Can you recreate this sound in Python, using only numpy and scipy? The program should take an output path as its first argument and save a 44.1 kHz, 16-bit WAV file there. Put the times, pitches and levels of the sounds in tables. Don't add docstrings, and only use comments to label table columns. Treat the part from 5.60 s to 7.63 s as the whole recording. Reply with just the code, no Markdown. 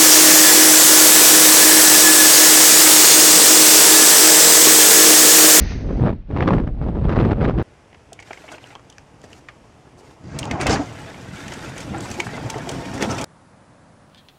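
import sys
import numpy as np
from scipy import signal
from scipy.fft import rfft, irfft
from scipy.io import wavfile
from scipy.ndimage import uniform_filter1d

SR = 44100
rng = np.random.default_rng(int(sys.argv[2]) if len(sys.argv) > 2 else 0)


def boost_factor(decibels):
    exponent = np.asarray(decibels, float) / 20
    return 10 ** exponent


def persist_wave(psi):
    counts = np.round(np.clip(psi, -1, 1) * 32767).astype(np.int16)
    wavfile.write(sys.argv[1], SR, np.atleast_2d(counts).T)


N = 89390

# (time [s], pressure level [dB], air speed [share of twice the mean])
GUSTS = [(0.0, -20.5, 0.42), (0.04, -22, 0.55), (0.06, -26.5, 0.7), (0.35, -22.5, 0.53),
         (0.47, -12.5, 0.46), (0.54, -29, 0.78), (0.66, -41.5, 1), (0.71, -22.5, 0.53), (0.77, -18.5, 0.69),
         (0.98, -16, 0.5), (1.12, -30, 0.66), (1.29, -18, 0.61), (1.3, -23, 0.6), (1.71, -15, 0.54),
         (1.75, -23, 0.75), (1.83, -15.5, 0.55), (1.97, -21.5, 0.54), (2.02, -16, 0.67)]
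MEAN_DB = -19


def walk(rate):
    hold = max(int(SR / rate), 2)
    levels = rng.standard_normal(N // 20 + 1)[:N // hold + 1]
    steps = np.repeat(levels, hold)
    smooth = uniform_filter1d(uniform_filter1d(steps, hold), hold)
    return 1.614 * smooth[:N]


def shape(table, hz):
    table = np.array(table)
    return np.interp(np.log(hz), np.log(table[:, 0]), table[:, 1])


def coloured(table):
    hz = np.maximum(np.fft.rfftfreq(N, 1 / SR), 1)
    white = rfft(rng.standard_normal(N))
    noise = irfft(white * boost_factor(shape(table, hz)), N)
    return noise / np.std(noise)


def far_wash(gust_db):
    # (frequency [Hz], level [dB per Hz])
    wash_colour = [(350, -19), (700, -0.5), (2200, -5), (4000, -12.5), (6500, -22), (9000, -42)]
    level_db = -55 + 0.45 * (gust_db - MEAN_DB) + 1.5 * walk(7.7)
    return coloured(wash_colour) * boost_factor(level_db)


def casing_hiss(t):
    # (frequency [Hz], level [dB per Hz])
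    hiss_colour = [(500, -32), (1100, -3.5), (2000, 8.5), (3200, -3), (4600, 1), (5400, -1.5), (6150, 4),
                   (6900, -8)]
    peak_s, hold_s, gone_s = 0.065, 0.049, 0.42
    swell_db = np.interp(t, [0, peak_s], [-0.5, 0])
    fall_db = 163 * np.maximum(t - peak_s - hold_s, 0)
    rest = boost_factor(-15) / (1 + np.exp((t - gone_s) / 0.0096))
    level = boost_factor(-38 + 0.6 * walk(30)) * (boost_factor(swell_db - fall_db) + rest)
    hiss = coloured(hiss_colour) * level
    return signal.sosfilt(signal.ellip(8, 0.2, 60, 6750, fs=SR, output="sos"), hiss)


def snaps():
    # (time [s], peak level [dB])
    snap_list = [(0.1198, -33), (0.4619, -27), (0.4812, -25), (0.7636, -24), (0.8053, -17), (0.8249, -16.5),
                 (0.8776, -17.5), (0.8869, -17), (0.9054, -16), (0.9348, -22), (0.9814, -24), (0.9991, -30),
                 (1.0724, -50), (1.4937, -32), (1.5598, -22.5), (1.5877, -19), (1.6105, -23),
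                 (1.7143, -23.5), (1.732, -27), (1.8096, -24.5), (1.8293, -22.5), (1.8517, -20.5)]
    tail_s, boost_db = 0.0019, 8.5
    kicks = np.zeros(N)
    tail = np.arange(600) / SR
    swell = tail / tail_s * np.exp(-2 * tail / tail_s)
    ragged = rng.standard_normal((len(snap_list), 600))
    for (at, db), noise in zip(snap_list, ragged):
        i = int(at * SR)
        kicks[i:i + len(tail)] += boost_factor(db + boost_db) * noise * swell
    return 12 * signal.sosfilt(signal.butter(3, 1430, fs=SR, output="sos"), kicks)


def puffs(t, gust_db):
    # (time [s], peak level [dB], length [s])
    puff_list = [(0.002, -27, 0.01), (0.113, -30, 0.017), (0.287, -20, 0.036), (0.397, -25.5, 0.03),
                 (0.463, -18.5, 0.033), (0.483, -14.5, 0.034), (0.524, -15.5, 0.015), (0.702, -26, 0.013),
                 (0.762, -21.5, 0.032), (0.798, -16, 0.032), (0.811, -16.5, 0.025), (0.871, -11, 0.025),
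                 (0.898, -15.5, 0.029), (0.929, -12.5, 0.02), (0.986, -23.5, 0.029), (1.066, -15.5, 0.025),
                 (1.21, -24, 0.025), (1.28, -27, 0.021), (1.347, -25, 0.036), (1.439, -18.5, 0.024),
                 (1.487, -11.5, 0.028), (1.52, -14.5, 0.025), (1.551, -17.5, 0.038), (1.592, -9.5, 0.029),
                 (1.644, -18, 0.018), (1.706, -13.5, 0.025), (1.809, -21, 0.019), (1.834, -11, 0.025),
                 (1.875, -14.5, 0.035), (1.974, -19, 0.026)]
    oct_per_db, base_db, rise_share = 0.0665, -12, 0.32
    speed_up = np.zeros(N)
    for at, db, length in puff_list:
        stands_out_db = db - gust_db[int(at * SR)] - base_db
        octaves = np.clip(oct_per_db * stands_out_db, 0, 2.5)
        from_peak = (t - at - rise_share * length) / max(length, 0.002)
        from_peak = np.where(from_peak < 0, from_peak / rise_share, from_peak)
        speed_up = np.maximum(speed_up, octaves * np.exp(-from_peak ** 2))
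    return speed_up


def lumpy_air():
    lumps = boost_factor(4 * walk(350))
    usual_lump = np.sqrt(uniform_filter1d(lumps ** 2, int(0.012 * SR)))
    return rfft(rng.standard_normal(N) * lumps / usual_lump)


def buffeting(t, gust_db):
    # (frequency [Hz], level [dB per Hz])
    eddy_colour = [(12, -6), (40, 2), (110, -2.5), (300, -12.5), (800, -28), (2000, -47), (5000, -64),
                   (12000, -81)]
    speed_oct_per_db, puff_db_per_oct, eddy_db = 0.0971, 1.5, 1.5
    deep_hz, deep_follows = 70, 0.37
    puff = puffs(t, gust_db)
    gust_speed = 2 * np.interp(t, *np.array(GUSTS).T[[0, 2]])
    flutter = 0.12 * walk(120)
    speed = gust_speed * 2 ** (speed_oct_per_db * (gust_db - MEAN_DB) + puff + flutter)
    air = lumpy_air()
    octave = np.log2(np.maximum(np.fft.rfftfreq(N, 1 / SR), 1))
    rumble = np.zeros(N)
    for centre in np.arange(8, 27) / 2:
        band = irfft(air * np.clip(1 - 2 * abs(octave - centre), 0, 1), N)
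        follows = deep_follows + (1 - deep_follows) * min(2 ** centre / deep_hz, 1)
        push_db = follows * (gust_db - MEAN_DB + puff_db_per_oct * puff)
        colour_db = shape(eddy_colour, 2 ** centre / speed ** follows)
        shimmer_db = 0.8 * walk(18)
        rumble += band * boost_factor(colour_db + push_db + shimmer_db) / np.sqrt(speed)
    return 12 * rumble * boost_factor(eddy_db + MEAN_DB)


def scene():
    t = np.arange(N) / SR
    gust_db = np.interp(t, *np.array(GUSTS).T[:2])
    background = far_wash(gust_db) + casing_hiss(t)
    return (background + snaps() + buffeting(t, gust_db))[None]


def low_pass(x):
    return signal.sosfilt(signal.butter(12, 8060, fs=SR, output="sos"), x)


def record(dry):
    headroom, fade_s, mirror_hz = 0.89, 0.004, 8000
    x = signal.sosfilt(signal.butter(2, 15.4, "high", fs=SR, output="sos"), dry)
    x = headroom * np.tanh(x / headroom)
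    x = x + boost_factor(-80) * rng.standard_normal(N)
    time_left = np.arange(N)[::-1] / SR
    x = x * np.clip(time_left / fade_s + 0.1, 0, 1)
    low = signal.sosfilt(signal.butter(3, 5560, fs=SR, output="sos"), x)
    upper = signal.sosfilt(signal.butter(1, 120, "high", fs=SR, output="sos"), low)
    mirror = boost_factor(-50) * upper * np.cos(2 * np.pi * mirror_hz * np.arange(N) / SR)
    return low_pass(low + mirror)


dry = scene()
out = record(dry)
persist_wave(out)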